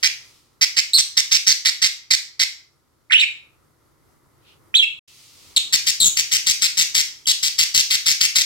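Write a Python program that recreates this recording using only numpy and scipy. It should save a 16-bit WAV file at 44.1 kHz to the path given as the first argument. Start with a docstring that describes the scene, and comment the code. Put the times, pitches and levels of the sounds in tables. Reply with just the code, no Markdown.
"""Budgerigar scolding in a small room

Close to a two-port microphone a budgerigar gives two runs of harsh squawks, with chirps among and between them.
Its syrinx sings tones that swing wildly in pitch, chopped some 170 times a second; most chirps are smoother.
The room rings on after each call, a soft hiss comes and goes over faint room tone, and feathers rustle once.
A little past half way all sound drops out briefly; the balance of the two ports differs before and after."""
import sys
import numpy as np
from scipy import signal
from scipy.fft import rfft, irfft, next_fast_len
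from scipy.io import wavfile
from scipy.ndimage import uniform_filter1d, map_coordinates

SR = 44100
rng = np.random.default_rng(int(sys.argv[2]) if len(sys.argv) > 2 else 0)


def materialize(psi):
    """Save the field psi as 16-bit PCM at rate SR to the path in sys.argv[1].

    A 1-D psi becomes a single channel; in a 2-D psi each row is a channel.
    """
    bounded = np.clip(np.atleast_2d(psi).T, -1, 1)
    quanta = np.round(bounded * 32767).astype(np.int16)
    wavfile.write(sys.argv[1], SR, quanta)


N = 372644
TIME = np.arange(N) / SR
# the brief silence: start_s, end_s
DROPOUT = (4.992, 5.078)


def undb(db):
    """Decibels to amplitude gain."""
    return 10 ** (np.asarray(db) / 20)


def unit(x):
    """Scale to rms 1."""
    return x / np.sqrt(np.mean(x ** 2))


def along(points, hz):
    """Read (frequency, value) points on a log-frequency axis."""
    point_hz, value = np.transpose(points)
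    return np.interp(np.log(hz + 1), np.log(point_hz), value)


def colour(x, points, sign=1):
    """Filter by (Hz, dB) points, or by their inverse when sign is -1."""
    size = next_fast_len(x.shape[-1] + 512)
    gain = undb(sign * along(points, np.fft.rfftfreq(size, 1 / SR)))
    return irfft(rfft(x, size) * gain, size)[..., :x.shape[-1]]


def wander(t, rate):
    """A smooth random course with a new value `rate` times a second, spread near 1."""
    values = rng.standard_normal(1024)
    return map_coordinates(values, [(t - t[0]) * rate], order=3, mode="wrap")


def chop(t, rate, depth, sag_s, jitter=0.11, scatter_db=2.17, sharp=0.89):
    """The airflow is chopped into uneven puffs that slow down: returns their envelope and the place in each puff."""
    puffs_per_s = rate * np.exp(-t / sag_s) * (1 + jitter * wander(t, rate))
    place = (np.cumsum(puffs_per_s) / SR) % 1
    puff = unit(np.abs(np.sin(np.pi * place ** 0.6)) ** sharp)
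    depth = np.clip(depth, 0, 1)
    envelope = unit(1 - depth + depth * puff)
    return envelope * undb(scatter_db * depth * wander(t, rate)), place


def edges(t, attack_s=0.002, release_s=0.0045):
    """The syrinx opens and shuts within a few milliseconds."""
    return np.clip((t - t[0]) / attack_s, 0, 1) * np.clip((t[-1] - t) / release_s, 0, 1)


def swinging_tone(t, hz, swing, rate):
    """Phase of a membrane whose pitch is thrown about at random, by the fraction `swing`."""
    return 2 * np.pi * np.cumsum(hz * (1 + swing * wander(t, rate))) / SR


def add(track, sound, start_s):
    """Mix a sound in at its time."""
    i = max(int(start_s * SR), 0)
    track[i:i + len(sound)] += sound[:max(N - i, 0)]


def squawks():
    """Each puff drives randomly swinging tones, held near the throat's resonances, and a spurt of air noise."""
    # the calls: start_s, length_s, nominal pitch_hz, level_db, low_db and upper_db (bands relative to the level)
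    calls = [(.027, 0.051, 4603, -14, -6.5, -17.5), (0.61, .040, 5110, -12, -10, -16.5),
             (0.764, 0.0425, 4882, -13, -9.5, -8.5), (0.979, .034, 4910, -12.5, -17.5, -1.5),
             (1.168, .040, 4930, -12, -13, -10), (1.311, 0.064, 5040, -13, -13.5, -13),
             (1.465, 0.066, 5127, -12, -14, -13), (1.649, .052, 4670, -12.5, -9, -17.5),
             (1.817, 0.06, 4807, -13.5, -10, -8.5), (2.104, .050, 4583, -12.5, -10.5, -9.5),
             (2.393, .048, 4907, -13.5, -10, -11), (5.724, 0.04, 4930, -11.5, -12.5, -8),
             (5.863, 0.045, 5120, -11.5, -19.5, -13.5), (6.166, .048, 5220, -14, -12.5, -8.5),
             (6.313, 0.06, 5180, -13, -10.5, -7.5), (6.463, 0.059, 5200, -12.5, -15, -8),
             (6.615, .055, 4877, -12.5, -11, -5.5), (6.77, 0.065, 5343, -11.5, -14, -9.5),
             (6.944, .073, 5153, -12, -13.5, -8), (7.267, 0.056, 4913, -13, -22, -8),
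             (7.425, 0.063, 5130, -14, -18, -10), (7.581, 0.06, 4734, -11.5, -14.5, -17),
             (7.741, .076, 5260, -11, -18.5, -16), (7.903, .060, 4760, -13, -12, -22),
             (8.058, .072, 4980, -12, -12.5, -16.5), (8.205, .062, 4920, -12, -12.5, -11.5),
             (8.351, .074, 5060, -12, -14.5, -17)]
    # colour of the air noise: frequency_hz, level_db
    air_colour = [(300, -31.5), (700, -25.5), (1200, -11), (1900, 0.5), (5000, 9.5), (8200, 8.5),
                  (9400, -1.5), (12000, 0.5), (16000, -5)]
    chop_hz, chop_sag_s = 189.7, 0.25  # puffs a second at the start; time constant of their slowing
    low_hz, throat_hz, upper_hz = 2200, 3550, 7700  # nominal pitches of the side tones
    throat_spread = 0.07  # the throat is set a little differently for every squawk
    main_db, throat_db = -1.17, -8
    air_before_db, air_after_db = -7.5, -4  # air relative to the call, in the first and second run
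    grunt_hz, grunt_db, grunt_decay_s = 1152.6, -18, 0.01  # low tone at the start of the call
    fade_db = -3  # change of level from start to end
    out = np.zeros(N)
    for start_s, length_s, hz, db, low_db, upper_db in calls:
        t = np.arange(int((length_s + 0.0009) * SR)) / SR
        puffs, place = chop(t, chop_hz, depth=0.83, sag_s=chop_sag_s)
        arch = 1 + 0.142 * (np.sin(np.pi * place) - np.pi / 4)  # pitch follows the pressure of the puff
        opening = 1 - 0.1614 * np.exp(-t / 0.007917)  # the call starts low
        beak = 1 + 0.05 * wander(t, 70)  # beak and tongue shift during the call
        main = np.sin(swinging_tone(t, 1.05 * hz * arch * opening * beak, swing=0.1334, rate=1700))
        setting = 1 + throat_spread * rng.standard_normal()
        throat = np.sin(swinging_tone(t, throat_hz * setting * arch, swing=0.14, rate=1500))
        low = np.sin(swinging_tone(t, low_hz * arch * opening, swing=0.14, rate=1300))
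        upper = np.sin(swinging_tone(t, upper_hz * beak, swing=0.05, rate=2100))
        voice = undb(main_db) * main + undb(throat_db) * throat
        voice = voice + undb(low_db) * low + undb(upper_db) * upper
        air = unit(colour(rng.standard_normal(8192), air_colour))[:len(t)]
        air_db = air_before_db if start_s < DROPOUT[0] else air_after_db
        grunt = np.exp(-t / grunt_decay_s) * np.sin(swinging_tone(t, grunt_hz, swing=0.15, rate=800))
        sound = voice + undb(grunt_db) * grunt + undb(air_db) * air
        sound = sound * puffs * edges(t, attack_s=0.0084)
        add(out, sound * undb(db + fade_db * (t / length_s - 0.5)), start_s)
    return out


def chirps():
    """Each note is one curve of pitch; the stronger its overtones, the deeper its chop."""
    # notes, alone or strung into a short phrase: start_s, length_s, first_hz, middle_hz, last_hz, level_db,
    # roughness (0-1), overtone_db
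    notes = [(0.933, 0.036, 3794, 4425, 3920, -12, 0.14, -4.5),
             (0.969, .015, 3990, 4330, 3750, -13.5, .35, -6),
             (3.098, .012, 2050, 2200, 2250, -32, 0.2, -38),
             (3.106, .034, 2080, 1959, 2080, -19.5, 0.75, -27),
             (3.12, .025, 3007, 2947, 2802, -11.5, .8, -20), (3.142, .031, 2350, 2930, 2940, -11, .15, -28),
             (3.175, .028, 3220, 3200, 2400, -19.5, .42, -22),
             (3.196, .025, 3350, 3884, 3320, -16, .36, -13.5),
             (3.21, .036, 2900, 2547, 2530, -17.5, 0.36, -20.5),
             (4.740, 0.011, 1890, 3020, 3160, -17, 0.4, -29),
             (4.749, 0.015, 3420, 3454, 3300, -8.5, 0.23, -19),
             (4.761, 0.034, 3333, 3954, 3210, -16, .16, -15),
             (4.793, 0.017, 3406, 3280, 3180, -10, 0.09, -27),
             (4.813, 0.018, 3320, 3260, 3135, -22, .14, -24),
             (4.824, 0.023, 2880, 2667, 2570, -15, 0.2, -25.5),
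             (5.562, 0.0223, 3985, 3788, 3460, -10.5, 0.66, -7),
             (6.001, 0.052, 4000, 3846, 3590, -14, .32, 1),
             (6.048, 0.039, 3620, 3497, 3473, -24, 0.33, 12.5),
             (7.256, .007, 3150, 3220, 3200, -27, 0.25, -10),
             (7.271, .052, 4100, 3850, 3594, -19, 0.55, -4.5)]
    # how the throat passes the overtones: frequency_hz, level_db
    throat_colour = [(4000, 6), (6000, -3.5), (7200, 2), (8500, 0), (9800, -14.5), (13000, -10.5),
                     (16000, -20.5)]
    # colour of the rasp: frequency_hz, level_db
    rasp_colour = [(300, -20), (1000, -8), (2000, -10.5), (4000, 1), (5400, 5), (6500, -1), (8300, 9.5),
                   (9800, -12), (13000, -8), (16000, -15)]
    chop_hz, chop_sag_s = 185, 0.59  # puffs a second at the start; time constant of their slowing
    chop_depth, chop_per_db = 0.9, 0.022  # depth at overtone_db 0, and its growth per dB
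    rise_db = 1.5  # change of level from start to end
    out = np.zeros(N)
    for start_s, length_s, first_hz, middle_hz, last_hz, db, rough, overtone_db in notes:
        t = np.arange(int(length_s * SR)) / SR
        curve = np.polyfit([0, 0.5, 1], [first_hz, middle_hz, last_hz], 2)
        hz = np.polyval(curve, t / length_s)
        puffs, _ = chop(t, chop_hz, chop_depth + chop_per_db * overtone_db, chop_sag_s)
        phase = swinging_tone(t, hz, swing=0.2 * rough, rate=1200)
        overtones = sum(undb(along(throat_colour, k * hz)) * np.sin(k * phase) for k in range(2, 5))
        rasp = rough * unit(colour(rng.standard_normal(16384), rasp_colour))[:len(t)]
        voice = np.sqrt(2) * np.sin(phase) + undb(overtone_db) * (np.sqrt(2) * overtones + rasp)
        add(out, voice * puffs * edges(t) * undb(db + rise_db * (t / length_s - 0.5)), start_s)
    return out


def ports(x):
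    """The right port of the microphone hears the bird later, and mostly shaded in the treble."""
    # left minus right as the bird sits before the dropout: frequency_hz, level_db
    before = [(300, -2.5), (1200, 5.5), (2000, -7), (4000, -3), (5500, -5.5), (6700, -6), (7400, 17),
              (8200, 10), (9500, 14), (11500, 11.5), (16000, 6.5)]
    # left minus right as it sits after the dropout: frequency_hz, level_db
    after = [(300, 10), (1300, 24), (2200, -2), (3600, -1.5), (5600, 8), (6800, 1), (8200, 11.5),
             (8900, 29), (9500, 20), (10600, 55), (12200, 5.5), (15500, 5.5)]
    # how far the right port lags: frequency_hz, phase_rad
    port_lag = [(0, 0), (1400, 0), (2050, 1.7), (2600, 3.3), (3400, 4.5), (7500, 11.5), (16000, 24)]
    right = np.where(TIME < DROPOUT[0], colour(x, before, sign=-1), colour(x, after, sign=-1))
    size = next_fast_len(N + 512)
    lag_rad = np.interp(np.fft.rfftfreq(size, 1 / SR), *np.transpose(port_lag))
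    delayed = irfft(rfft(right, size) * np.exp(-1j * lag_rad), size)[:N]
    return np.array([x, delayed])


def reflections(x, near_db=-14, decay_s=0.0022):
    """Quick reflections from the wall and cage, different at each port."""
    t = TIME[:SR // 20]
    response = rng.standard_normal((2, len(t))) * np.exp(-t / decay_s) * (t > 0.0007)
    response = undb(near_db) * unit(response) / np.sqrt(len(t))
    return signal.fftconvolve(x, response, axes=1)[:, :N]


def room(x, ring_db=-8.0, build_s=0.034):
    """The diffuse ring of the room builds up, then dies away, longest in the bass; one pitch stands out."""
    # time to fall by 60 dB: frequency_hz, t60_s
    decay_times = [(400, 0.67), (1500, 0.3936), (3000, 0.3524), (6000, 0.3861), (9000, 0.2747),
                   (15000, 0.36)]
    # colour of the ring: frequency_hz, level_db
    ring_colour = [(200, 0), (1500, -3), (2300, 2.5), (3200, -1), (4000, -2), (6200, -2.5), (8000, -4),
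                   (10000, -2.5), (16000, -8)]
    mode_hz, mode_t60_s, mode_db = 2594, 0.3, -35  # the pitch that rings on more strongly
    t = TIME[:SR * 3 // 4]
    build = np.clip(t / build_s, 0, 1) ** 0.5
    f, frame_s, cells = signal.stft(rng.standard_normal((2, len(t))), SR, nperseg=256)
    fade = np.exp(-np.log(1000) * frame_s / along(decay_times, f)[:, None])
    ring = signal.istft(cells * fade, SR)[1][:, :len(t)]
    ring = colour(ring, ring_colour) * build
    mode = np.sin(swinging_tone(t, mode_hz, swing=0.018, rate=200))
    mode = mode * np.exp(-np.log(1000) * t / mode_t60_s) * build
    response = undb(ring_db) * unit(ring) + undb(mode_db) * unit(mode)
    return signal.fftconvolve(x[None], response / np.sqrt(len(t)), axes=1)[:, :N]


def rustle(centre_s=4.5, width_s=0.058, peak_db=-53.5):
    """A faint swish of noise, likely of feathers, as the bird turns on its twig."""
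    # colour of the swish: frequency_hz, level_db
    swish_colour = [(1200, -25), (2700, 6), (4200, 0), (6500, -14), (16000, -23)]
    swell = np.exp(-((TIME - centre_s) / width_s) ** 2)
    return undb(peak_db) * swell * unit(colour(rng.standard_normal((2, N)), swish_colour))


def background(spectrum, level_db, shared=0.61):
    """Soft, slightly wavering noise, partly common to both ports."""
    left, right, common = rng.standard_normal((3, N))
    noise = unit(colour(np.array([left, right]) + shared * common, spectrum))
    return noise * undb(level_db + 0.85 * wander(TIME, 15))


def hiss(floor_db=-74, rise_s=0.019, fall_s=0.0916):
    """A faint steady hiss, with swells that rise, hold and die away."""
    # the swells: start_s, held_s, level_db
    swells = [(-.03, 0.4, -54.5), (5.059, 0.46, -49), (5.6, 2.9, -55.5)]
    # relative density of the noise: frequency_hz, level_db
    spectrum = [(590, -41), (1000, -14.5), (1310, -17.5), (1540, -19), (2130, -5), (4790, 0.5),
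                (9280, -7.5), (13900, -14.5), (16000, -15)]
    gain = undb(floor_db)
    for start_s, held_s, db in swells:
        t = TIME - start_s
        swell = np.clip(t / rise_s, 0, 1) * np.exp(-np.maximum(t - held_s, 0) / fall_s)
        gain = np.hypot(gain, undb(db) * swell)
    return background(spectrum, 20 * np.log10(gain))


def room_tone():
    """The quiet of the room: mostly low noise whose level drifts slowly."""
    # relative density of the noise: frequency_hz, level_db
    spectrum = [(15, -43.5), (25, -15.5), (92, -3.5), (149, -4.5), (175, -15), (344, -8), (405, -12),
                (695, -19), (1330, -14), (1560, -23), (2050, -22), (2550, -33), (8140, -31), (11600, -29),
                (16000, -36.5)]
    # course of its level: time_s, level_db
    course = [(0, -59), (2.2, -65.5), (2.8, -64.5), (3.6, -60.5), (4.7, -56.5), (5.202, -61), (5.5, -54.5),
              (8.45, -62)]
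    return background(spectrum, np.interp(TIME, *np.transpose(course)))


def scene(ring_after_db=-0.5, beak_hz=850):
    """The bird, whose small beak radiates little bass, its room (ringing a little less later) and the background."""
    beak = signal.butter(3, beak_hz, "highpass", fs=SR, output="sos")
    bird = signal.sosfilt(beak, squawks() + chirps())
    direct = ports(bird)
    ring = room(bird * undb(ring_after_db * (TIME > DROPOUT[0])))
    return direct + reflections(direct) + ring + rustle() + room_tone() + hiss()


def record(dry, lopsided_before=0.33, lopsided_after=0.43, treble_hz=7000, top_hz=16000):
    """The microphone bends loud treble lopsidedly, which adds a faint low flutter; the sound drops out once."""
    treble = signal.sosfilt(signal.butter(3, treble_hz, "highpass", fs=SR, output="sos"), dry)
    # squaring the treble leaves its envelope as a low sound
    flutter_band = signal.butter(1, [35, 450], "bandpass", fs=SR, output="sos")
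    flutter = signal.sosfilt(flutter_band, treble ** 2)
    flutter = signal.sosfilt(signal.butter(2, 35, "highpass", fs=SR, output="sos"), flutter)
    lopsided = np.where(TIME < DROPOUT[0], lopsided_before, lopsided_after)
    sound = np.tanh(dry / 1.67) * 1.546 + lopsided * flutter  # loud peaks are rounded off
    live = 1.0 * ((TIME < DROPOUT[0]) | (TIME > DROPOUT[1]))
    live = uniform_filter1d(live, size=200)  # softens the edges of the dropout
    top = signal.ellip(10, 0.2, 90, top_hz, fs=SR, output="sos")
    return signal.sosfilt(top, sound * live)


dry = scene()
out = record(dry)
materialize(out)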